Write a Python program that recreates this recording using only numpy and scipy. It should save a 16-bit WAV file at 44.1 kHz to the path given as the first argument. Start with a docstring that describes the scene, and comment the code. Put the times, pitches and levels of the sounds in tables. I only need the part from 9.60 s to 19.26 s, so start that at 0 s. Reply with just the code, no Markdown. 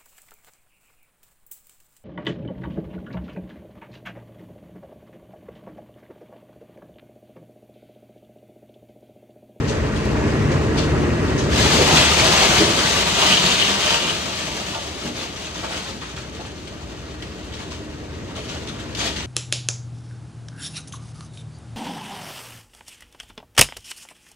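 """A road planer's diesel drones behind a tipper lorry in a street of houses: tones at multiples of
the engine cycle, hums of pumps and drives, shaped noise for exhaust and cutter.
Its conveyor throws milled asphalt into the lorry: a few spatters, a heavy pour that drums on the
steel body and thins to a trickle, then single clods, stones and handfuls of grit. These are random
impacts, noise bursts in resonances, and decaying modes, with a short tail from the house fronts."""
import sys
import numpy as np
from scipy import signal
from scipy.fft import rfft, irfft, next_fast_len
from scipy.io import wavfile
from scipy.ndimage import uniform_filter1d, map_coordinates

SR = 44100
rng = np.random.default_rng(int(sys.argv[2]) if len(sys.argv) > 2 else 0)


def transcribe(u):
    """Save the signal u as a 16-bit wav file named by the first command-line argument.

    u: samples, shape (n,) or (channels, n), limited to [-1, 1]; the rate is SR.
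    q: integer samples, one column per channel.
    """
    v = np.clip(np.atleast_2d(u).T, -1, 1)
    q = np.round(v * 32767).astype(np.int16)
    wavfile.write(sys.argv[1], SR, q)


N = 426006

# Rough colour of the falling grit, brightest near 3 kHz; the dips at 10 and 13 kHz are not the
# grit's own. Each row: frequency in Hz, relative density in dB per Hz.
GRIT_COLOUR = [(250, -31), (600, -4), (1000, -7), (1500, -7.5), (2100, -5), (3000, -0.5), (4300, -3),
               (5200, -6.5), (6500, -7.5), (8000, -11.5), (9300, -13.5), (10000, -35), (11700, -18),
               (13000, -35), (15700, -30)]
LOUD_DB = -25.5  # drone level at which the planer's tones have their tabled balance


def planer():
    """Diesel, drives and cutter share one heard level; the cutter crunches asphalt as the pour does."""
    # How loud the drone is heard. Each row: time in seconds, drone level in dB.
    drone_rows = [(0, -27), (.7, -23.5), (2.33, -24), (2.5, -29.5), (3.3, -33), (3.8, -40), (5.2, -42.5),
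                  (6.7, -41.5), (8.2, -39), (9.66, -36.5)]
    cycle_hz, cutter_db, tones_db = 15.08, -5.5, -2.0
    drone_db = curve(drone_rows)
    cycles = np.cumsum(cycle_hz * (1 + 0.0042 * wobble(3))) / SR
    tones = exhaust_tones(cycles, drone_db) + hums(drone_db)
    shared_only = np.array([[np.sqrt(2)], [0]])  # no unshared part at the ports
    drone = roar(cycles) + whine() + amp(tones_db) * tones * shared_only
    cutter = amp(cutter_db + 0.53 * wobble(11)) * crunch()
    return amp(drone_db) * (drone + cutter)


def exhaust_tones(cycles, drone_db):
    """Exhaust pulses repeat with the engine cycle, giving tones whose balance shifts with heard level."""
    # Each row: multiple of the engine cycle, relative level in dB, extra dB per dB of drone.
    order_rows = [(4, -16.5, -0.6), (5, -7.5, 0), (6, -14, -.1), (10, -10, 0.5)]
    waver_db = 2.5
    tones = np.zeros(N)
    for multiple, db, grows in order_rows:
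        gain = amp(db + grows * (drone_db - LOUD_DB) + waver_db * wobble(6.6))
        tones += gain * np.sqrt(2) * np.sin(2 * np.pi * (multiple * cycles + rng.random()))
    return tones


def hums(drone_db):
    """Pumps, drives and the lorry each hum on one wandering line; one pump line is strongest."""
    # Each row: frequency in Hz, relative level in dB, extra dB per dB of drone.
    hum_rows = [(79.6, -18, -0.5), (126.3, -14.5, 0), (160, -21, -.5), (185.4, -19.5, 0), (230, -13, 0.5),
                (305.7, -16.5, -0.5), (377, -17, 0)]
    # The strongest hum. Each row: time in seconds, relative level in dB.
    pump_rows = [(0, -6), (.85, -9.5), (1.3, -12), (9.66, -14)]
    total = amp(curve(pump_rows)) * hum_tone(210.2)
    for hz, db, grows in hum_rows:
        total += amp(db + grows * (drone_db - LOUD_DB)) * hum_tone(hz)
    return total


def hum_tone(hz):
    """One sine that wanders slowly in pitch and level."""
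    drift_share, waver_db = 0.00503, 3
    turns = np.cumsum(hz * (1 + drift_share * wobble(4))) / SR
    return amp(waver_db * wobble(3)) * np.sqrt(2) * np.sin(2 * np.pi * (turns + rng.random()))


def roar(cycles):
    """Exhaust noise pulses five times an engine cycle; with a rough growl band it surges unevenly."""
    # Spectrum of the exhaust. Each row: frequency in Hz, relative density in dB per Hz.
    exhaust_spectrum = [(20, -42), (38, -15), (57, -0.5), (75, -2.5), (110, 0), (160, -4.5), (200, -6),
                        (300, -5.5), (420, -6.5), (500, -10.5), (600, -12.5), (750, -23), (1500, -25),
                        (4000, -90)]
    # Growl. Each row: time in seconds, relative level in dB.
    growl_rows = [(0, -22), (.85, -22), (1.15, -5), (1.9, -5.5), (2.3, -13), (6.5, -8.5), (9.66, -7.5)]
    puffs_db, surging_db = 2.5, 1.03
    throb = np.cos(2 * np.pi * 5 * cycles)
    puffs = coloured(noise() * (1 + 0.1 * throb), exhaust_spectrum)
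    growl = amp(curve(growl_rows)) * resonant(noise(), hz=295, q=2.6)
    return amp(surging_db * wobble(24)) * (amp(puffs_db) * puffs + growl)


def whine():
    """Drives and hydraulics whine roughly: noise in narrow bands."""
    # Each row: centre in Hz, distance to half gain in Hz, relative level in dB.
    whine_rows = [(436, 4.5, -16), (615, 19, -20), (1670, 28, -22), (1894, 10, -20.5)]

    def response(f):
        return sum(amp(db) * np.sqrt(SR / np.pi / width) / (1 + ((f - centre) / width) ** 2)
                   for centre, width, db in whine_rows)
    return filtered(noise(), response)


def crunch():
    """Asphalt breaking up: a rough rush studded with small impacts."""
    # Spectrum of the crunch. Each row: frequency in Hz, relative density in dB per Hz.
    grind_spectrum = [(25, -25), (70, -2), (200, -0.5), (550, 4.5), (760, 4.5), (900, 6), (1200, 4.5),
                      (1450, 2), (1900, 3), (2200, -0.5), (2750, -1.5), (3400, -15.5), (5200, -14.5),
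                      (6700, -17.5), (9200, -21.5), (9900, -41), (15700, -37)]
    rush = noise() + 0.58 * impacts(900, spread_db=1.0, crumble_s=0.0015)
    return patchy(coloured(rush, grind_spectrum), depth_db=1.83)


def pour():
    """Stream and surges make one flow: more flow, denser impacts, crunch and drumming on steel."""
    # Steady stream off the conveyor. Each row: time in seconds, flow in dB.
    flow_rows = [(0, -43.5), (1.85, -43), (2.0, -24.5), (2.22, -23.5), (2.7, -21.5), (3.38, -24.5),
                 (3.55, -25), (3.9, -23), (4.52, -30.5), (4.6, -32), (5.15, -34.5), (5.35, -39),
                 (5.7, -40.5), (6.2, -38), (6.38, -45), (6.75, -46), (7.1, -46.5), (7.45, -47.5),
                 (7.8, -47), (8.4, -49), (9.66, -45.5)]
    # Heaps that tip off the belt. Each row: start in seconds, flow in dB, length in seconds.
    surge_rows = [(1.903, -29.5, 0.095), (1.987, -24, 0.16), (2.272, -21.5, 0.19), (2.537, -24.5, 0.32),
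                  (2.93, -25.5, 0.045), (3.157, -27, 0.1), (3.562, -22.5, 0.15), (3.834, -29, 0.032),
                  (4.238, -27, 0.12), (4.415, -30.5, 0.096), (4.716, -32.5, 0.057), (4.892, -38, 0.12),
                  (5.373, -38, 0.08), (5.538, -35.5, 0.095), (5.77, -47, 0.1), (6.094, -41.5, 0.22),
                  (7.24, -54, 0.14), (8.82, -44.5, 0.18), (9.367, -33, 0.048), (9.422, -28.5, 0.044)]
    # Boom of the lorry body. Each row: frequency in Hz, relative density in dB per Hz.
    body_spectrum = [(40, -32), (90, -15), (125, -3.5), (170, 5), (225, -1), (275, -4), (400, 1),
                     (520, -4.5), (650, 2), (800, -9.5), (1000, -9.5), (1500, -9), (4000, -53)]
    full_db = -18.5  # flow of a full belt
    grit_db, ring_db, chips_db, crunch_db, boom_db = 3, -6.5, -6.5, -3.5, -5.5  # shares at full flow
    crunch_grows, boom_grows = 1.17, 0.78  # dB per dB of flow: even a trickle makes the body boom
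    power = amp(curve(flow_rows)) ** 2
    power += sum((amp(db) * surge(s, length_s)) ** 2 for s, db, length_s in surge_rows)
    flow = np.sqrt(power) * amp(1.2 * wobble(40) - full_db)  # 1 for a full belt
    rate = 700 + 3000 * flow
    patter = impacts(rate, spread_db=1.5, crumble_s=0.0009) + 1.12 * noise()
    grit = patchy(coloured(patter, GRIT_COLOUR), depth_db=0.3)
    ring = unit(steel(impacts(0.5 * rate, spread_db=0.5, crumble_s=0.0012)))
    boom = coloured(impacts(0.5 * rate, spread_db=1.0, crumble_s=0.005), body_spectrum)
    bright = amp(grit_db) * grit + amp(ring_db) * ring + amp(chips_db) * chippings(count=2200)
    dull = amp(crunch_db) * flow ** crunch_grows * crunch() + amp(boom_db) * flow ** boom_grows * boom
    return amp(full_db) * (flow * bright + dull)


def surge(s, length_s):
    """Envelope of one heap: it swells, holds while it tips and dribbles out."""
    rise_s, t60_s = 0.019, 0.25
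    t = np.maximum(np.arange(N) / SR - s, 0)
    return (1 - np.exp(-t / rise_s)) * amp(-60 * np.clip(t - length_s, 0, 1) / t60_s)


def steel(x):
    """The tipper's steel body rings: resonances of alternating sign in parallel."""
    # Each row: centre in Hz, width in Hz, gain in dB.
    steel_rows = [(910, 61, 7), (1010, 97, -7), (1170, 56, 8), (1336, 91, -4.5), (2120, 1600, -9.5),
                  (3210, 750, 2)]

    def response(f):
        return sum((-1) ** k * amp(db) * 1j * f * width / (centre ** 2 - f * f + 1j * f * width)
                   for k, (centre, width, db) in enumerate(steel_rows))
    return filtered(x, response)


def chippings(count):
    """Coarse pieces clack on the load, each with a short ring of its own pitch."""
    median_hz, scatter_octaves, life_cycles, size_spread_db = 2660, 0.752, 28, 2.5
    when, size, left, right = rng.random((count, 4)).T[:, :, None]
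    hz = median_hz * 2 ** (scatter_octaves * rng.standard_normal((count, 1)))
    hz = np.clip(hz, 600, 7000)
    n = np.arange(SR // 64)
    cycles = hz * n / SR
    size_db = size_spread_db * np.minimum(-np.log(1 - size), 3)
    envelope = amp(size_db - 60 * cycles / life_cycles) * (1 - np.exp(-2 * cycles))
    at = ((when * N).astype(int) + n).ravel()
    channels = []
    for phase in (left, right):
        rings = envelope * np.sin(2 * np.pi * (cycles + phase))
        channels.append(np.bincount(at, rings.ravel(), N)[:N])
    return unit(np.array(channels))


def slides():
    """The stream rasps down the bare side wall, wandering between spots of different pitch."""
    # Each row: start in seconds, level in dB, length in seconds.
    slide_rows = [(3.605, -19.5, 0.16), (3.84, -23, 0.25), (4.21, -22, 0.11), (4.387, -26, 0.11)]
    scrape_hz, scrape_q, spot_ratio = 3020, 3.7, 1.27
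    wander_db, grit_db = 1.5, -11.5
    pressure = sum(amp(db) * surge(s, length_s) for s, db, length_s in slide_rows)
    grains = impacts(700, spread_db=5.0, crumble_s=0.001)
    rasp = np.zeros((2, N))
    for k in (-1, 0, 1):
        spot = resonant(np.roll(grains, k * SR, axis=1), scrape_hz * spot_ratio ** k, scrape_q)
        rasp += amp(wander_db * wobble(12) - 10 * abs(k)) * spot
    return pressure * (unit(rasp) + amp(grit_db) * coloured(noise(), GRIT_COLOUR))


def clods():
    """Soft heavy lumps break up on the body with a dull boom."""
    # Each row: start in seconds, relative level in dB, boom in Hz, sharpness Q, t60 in seconds.
    clod_rows = [(2.188, -9, 430, 1.2, 0.29), (2.28, -12, 655, 1.4, 0.29), (2.359, -12, 1000, 1, 0.38),
                 (2.66, -17.5, 720, 1, 0.62), (2.709, -14.5, 1220, 1.6, .3), (2.81, -13, 760, 1.1, 0.12),
                 (3.003, -13.5, 370, 1.1, 0.19), (3.62, -13, 770, 1, 0.2), (3.69, -16.5, 172, 1.3, 0.32),
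                 (4.42, -20, 282, 1, 0.44), (5.446, -24, 455, 1, 0.28), (5.55, -31, 390, 1.8, .3),
                 (5.95, -29, 1110, 1.2, 0.2), (6.025, -20, 560, 1, 0.25), (6.033, -23, 1220, 1.1, 0.23),
                 (6.1, -25, 620, 1, 0.23), (6.285, -26, 420, 0.66, 0.15), (6.415, -24, 1170, 1, 0.18),
                 (6.475, -33, 1100, 1.2, .2), (6.565, -29, 600, 1, .15), (6.79, -26, 620, 0.89, .22),
                 (7.99, -30, 950, 1.1, 0.22), (8.94, -31, 620, 2.2, .2), (9.435, -28, 660, 3.3, .14)]
    out = np.zeros((2, N))
    for s, db, hz, q, t60_s in clod_rows:
        add(out, s, amp(db) * burst(rise_s=0.0043, t60_s=t60_s) * panel(hz, q))
    return amp(-8.0) * out


def slabs():
    """A slab lands whole and rings the floor modes near the pitch that its blow excites most."""
    # Each row: start in seconds, relative level in dB, most excited frequency in Hz.
    slab_rows = [(2.812, -15, 900), (2.985, -12.5, 280), (3.007, -6.5, 342), (3.021, -13, 300),
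                 (5.149, -21, 920), (5.438, -23, 380), (5.451, -17.5, 200), (5.478, -24, 400),
                 (5.513, -27, 190), (6.04, -30, 740), (8.771, -29, 615)]
    # Modes of the tipper floor. Each row: frequency in Hz, relative level in dB, t60 in seconds.
    floor_modes = [(196, 0, 0.094), (239, -6, 0.18), (329, -0.5, 0.13), (401, -4, 0.12), (591, -2.5, 0.21),
                   (657, -2.5, 0.16), (762, -5, .13), (903, -1.5, 0.13), (1165, -6, 0.11), (1420, -2, .1)]
    spread_octaves, contact_s = 0.51, 0.0029
    out, t = np.zeros((2, N)), np.arange(SR // 2) / SR
    hz, mode_db, t60_s = np.transpose(floor_modes)[:, :, None]
    for s, db, centre_hz in slab_rows:
        share = np.exp(-0.5 * (np.log2(hz / centre_hz) / spread_octaves) ** 2)
        detune = 1 + 0.012 * rng.standard_normal(hz.shape)
        modes = share * amp(mode_db - 60 * t / t60_s) * np.sin(2 * np.pi * hz * detune * t)
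        ring = (1 - np.exp(-t / contact_s)) * modes.sum(axis=0)
        add(out, s, amp(db) * ring * np.array([[1], [0.3]]))  # shared, unshared part
    return out


def stones():
    """A hard crack with a brief ring of steel; low rings last longer."""
    # Each row: start in seconds, relative level in dB, ring in Hz.
    stone_rows = [(0.454, -29, 6360), (2.369, -6, 2800), (2.807, -8, 2900), (2.98, -7, 3170),
                  (3.836, -13, 2990), (3.863, -6, 3350), (3.921, -8, 3120), (4.227, -14, 2900),
                  (4.343, -14, 2950), (5.146, -19, 3000), (6.125, -22, 2300), (6.168, -24, 2800),
                  (6.412, -26, 2800), (6.573, -33, 1260), (7.623, -24.5, 3050), (7.625, -28, 2060),
                  (9.349, -20, 3670), (9.412, -18, 3000), (9.563, -22, 2950)]
    out, grit = np.zeros((2, N)), coloured(noise(), GRIT_COLOUR)
    for s, db, hz in stone_rows:
        crack = amp(-17.5) * burst(rise_s=0.0004, t60_s=0.088) * second_of(grit, s)
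        ring = amp(-7.0) * burst(rise_s=0.00066, t60_s=150 / hz) * panel(hz, q=4300 / hz)
        add(out, s, amp(db) * (crack + ring))
    return out


def spills():
    """Handfuls of grit and coarse pieces patter on the side, ring the spot they hit and die away."""
    # Each row: start in seconds, relative level in dB, rise in seconds, t60 in seconds, brightest Hz.
    spill_rows = [(.075, -32, .012, .17, 5840), (.352, -35, .008, 0.17, 3700),
                  (.668, -41, .035, 0.16, 6200), (.912, -35, .012, 0.081, 5740),
                  (1.168, -29.5, .015, 0.24, 4200), (1.67, -37, .015, 0.34, 3700),
                  (1.774, -33, 0.0063, 0.36, 5600), (5.758, -34, .004, 0.13, 2870),
                  (5.84, -35.5, 0.017, 0.2, 3000), (5.94, -34, .015, 0.25, 2900),
                  (6.04, -41, .004, 0.24, 3000), (6.105, -34, 0.022, 0.34, 2700),
                  (6.412, -38.5, .016, 0.25, 2500), (6.485, -41, 0.011, 0.2, 2600),
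                  (6.56, -37, .015, 0.2, 3080), (6.8, -41, .01, 0.18, 3000),
                  (6.849, -40.5, 0.0088, 0.11, 3200), (7.072, -38, .002, .12, 3200),
                  (7.915, -40.5, 0.018, .35, 3400), (7.988, -40.5, .014, .2, 3100),
                  (8.103, -37, 0.016, 0.22, 3000), (8.749, -35.5, .015, .3, 3200),
                  (8.883, -34, .014, 0.13, 3400), (9.068, -34.5, .008, 0.18, 3200),
                  (9.185, -39, .014, 0.15, 3100), (9.352, -30.5, .04, 0.59, 3700),
                  (9.556, -32, .008, 0.37, 3020)]
    # Spectrum of scattering grit. Each row: frequency in Hz, relative density in dB per Hz.
    spray_spectrum = [(60, -25), (500, 0), (1200, 1.5), (2000, 1), (3300, 6.5), (5000, 1), (6300, 1),
                      (9000, -5.5), (11300, -23), (16000, -23)]
    clack_db, spot_db = -5, -2.5
    out = np.zeros((2, N))
    grains = impacts(1200, spread_db=0.4, crumble_s=0.00097)
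    spray = patchy(coloured(grains, spray_spectrum), depth_db=3.0)
    clacks = chippings(count=2600)
    for s, db, rise_s, t60_s, hz in spill_rows:
        patter = second_of(spray, s) + amp(clack_db) * second_of(clacks, s)
        spot = amp(spot_db) * resonant(second_of(spray, s + 1), hz, q=1.4)
        add(out, s, amp(db) * burst(rise_s, t60_s) * (patter + spot))
    return out


def panel(hz, q):
    """The crowded modes of a steel panel: one second of noise in a resonance."""
    return resonant(rng.standard_normal((2, SR)), hz, q)


def impacts(rate, spread_db, crumble_s):
    """Random impacts, rate a second, many small and few large; the energy of each decays in crumble_s."""
    size = amp(spread_db * np.minimum(rng.exponential(size=N), 4))
    hits = size ** 2 * (rng.random(N) < rate / SR) / rate
    energy = signal.lfilter([1], [1, -np.exp(-1 / (crumble_s * SR))], hits)
    return unit(noise() * np.sqrt(energy))


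def patchy(x, depth_db):
    """Each lump has a colour of its own: gains that change quickly in time and frequency."""
    z = signal.stft(x, nperseg=512)[2]
    field = uniform_filter1d(rng.standard_normal(z.shape[1:]), size=9, axis=0)
    field = uniform_filter1d(field, size=4, axis=1)
    return unit(signal.istft(z * amp(depth_db * unit(field)), nperseg=512)[1][:, :N])


def street(x, wet_db):
    """House fronts add a short diffuse tail, drawn anew every eighth of a second of sound."""
    # Each row: frequency in Hz, t60 in seconds.
    decay_rows = [(100, 0.97), (1000, 0.38), (4000, 0.45), (12000, 0.32)]
    echo, step = np.zeros((2, N + SR)), SR // 8
    for start in range(0, N, step):
        hz, t, z = signal.stft(rng.standard_normal((2, SR // 3)), SR, nperseg=256)
        decay = amp(-60 * t / along(decay_rows, hz)[:, None])
        tail = signal.istft(z * decay, SR, nperseg=256)[1]
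        part = signal.fftconvolve(x[:, start:start + step], tail / np.linalg.norm(tail[0]), axes=1)
        echo[:, start:start + part.shape[1]] += part
    return (x + amp(wet_db) * echo[:, :N]) / np.hypot(1, amp(wet_db))


def ports(x):
    """A shared and an unshared part reach two microphone ports, which differ in level and phase."""
    # Each row: frequency in Hz, likeness of the ports (1 is identical).
    alike_rows = [(25, .3), (70, 0.91), (300, 0.81), (600, 0.74), (1800, 0.56), (3000, 0.41), (4300, 0.097),
                  (5500, 0.29), (8000, 0.025), (10000, 1)]
    # Each row: frequency in Hz, left over right in dB.
    tilt_rows = [(100, 1.7), (300, 0.5), (1800, 0), (2500, 1), (2900, 3.5), (3800, 1.5), (4600, 7.5),
                 (5400, 5.5), (6500, 8.5), (8000, 1.5), (10000, 0)]
    # Each row: frequency in Hz, lead of the left in radians.
    lead_rows = [(50, 0), (300, -0.05), (700, -1.23), (1500, -1.26), (2500, -0.84), (3400, -1.54),
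                 (4300, -0.15), (5200, -3.5), (6500, 0.5), (8500, -1.96), (10000, -1.7)]

    def shares(hz):
        turn = np.arccos(np.clip(along(alike_rows, hz), -1, 1)) / 2
        return np.array([np.cos(turn), np.sin(turn)])

    def offsets(hz):
        half = np.array([[0.5], [-0.5]])
        return amp(half * along(tilt_rows, hz)) * np.exp(1j * half * along(lead_rows, hz))
    mid, side = filtered(x, shares)
    return filtered(np.array([mid + side, mid - side]), offsets)


def amp(db):
    """Decibels to gain."""
    return 10 ** (np.asarray(db) / 20)


def unit(x):
    """Scaled to rms 1."""
    return x / np.sqrt(np.mean(x ** 2) + 1e-20)


def along(points, hz):
    """(Hz, value) points read on a log axis."""
    f, v = np.transpose(points)
    return np.interp(np.log(hz + 1), np.log(f + 1), v)


def curve(rows):
    """(seconds, value) rows as one value per sample."""
    return np.interp(np.arange(N) / SR, *np.transpose(rows))


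def wobble(rate):
    """A smooth random curve, rate knots a second."""
    knots = rng.standard_normal(int(N * rate / SR) + 4)
    return map_coordinates(knots, [np.arange(N) * rate / SR], order=2)


def noise():
    """Two unrelated white noises."""
    return rng.standard_normal((2, N))


def filtered(x, response):
    """x through a complex response of frequency."""
    m = next_fast_len(N + SR // 2, True)
    return irfft(rfft(x, m) * response(np.fft.rfftfreq(m, 1 / SR)), m)[..., :N]


def coloured(x, spectrum):
    """x shaped by the given spectrum, at rms 1."""
    return unit(filtered(x, lambda hz: amp(along(spectrum, hz))))


def resonant(x, hz, q):
    """x twice through a resonance, at rms 1."""
    b, a = signal.iirpeak(min(hz, SR / 4), max(q, 0.8), fs=SR)
    return unit(signal.lfilter(b, a, signal.lfilter(b, a, x)))


def burst(rise_s, t60_s):
    """A one-second envelope of peak 1 that swells and dies away."""
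    t = np.arange(SR) / SR
    shape = (1 - np.exp(-t / rise_s)) * amp(-60 * t / t60_s)
    return shape / shape.max()


def second_of(x, s):
    """One second of x from time s on, wrapping at the end."""
    return x.take(round(s * SR) + np.arange(SR), axis=1, mode="wrap")


def add(out, s, sound):
    """Mix a short stereo sound in at time s."""
    part = out[:, max(round(s * SR), 0):][:, :sound.shape[1]]
    part += sound[:, :part.shape[1]]


def scene():
    """The machine, and the falling asphalt with its tail from the house fronts."""
    asphalt = pour() + slides() + clods() + slabs() + stones() + spills()
    return ports(planer() + street(asphalt, wet_db=-4.0))


def record(dry):
    """The highest peaks are rounded off and nothing is kept above the band limit."""
    peak_top, top_hz = 0.9, 15700
    rounded = dry / (1 + (dry / peak_top) ** 6) ** (1 / 6)
    return filtered(rounded, lambda hz: hz < top_hz)


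dry = scene()
out = record(dry)
transcribe(out)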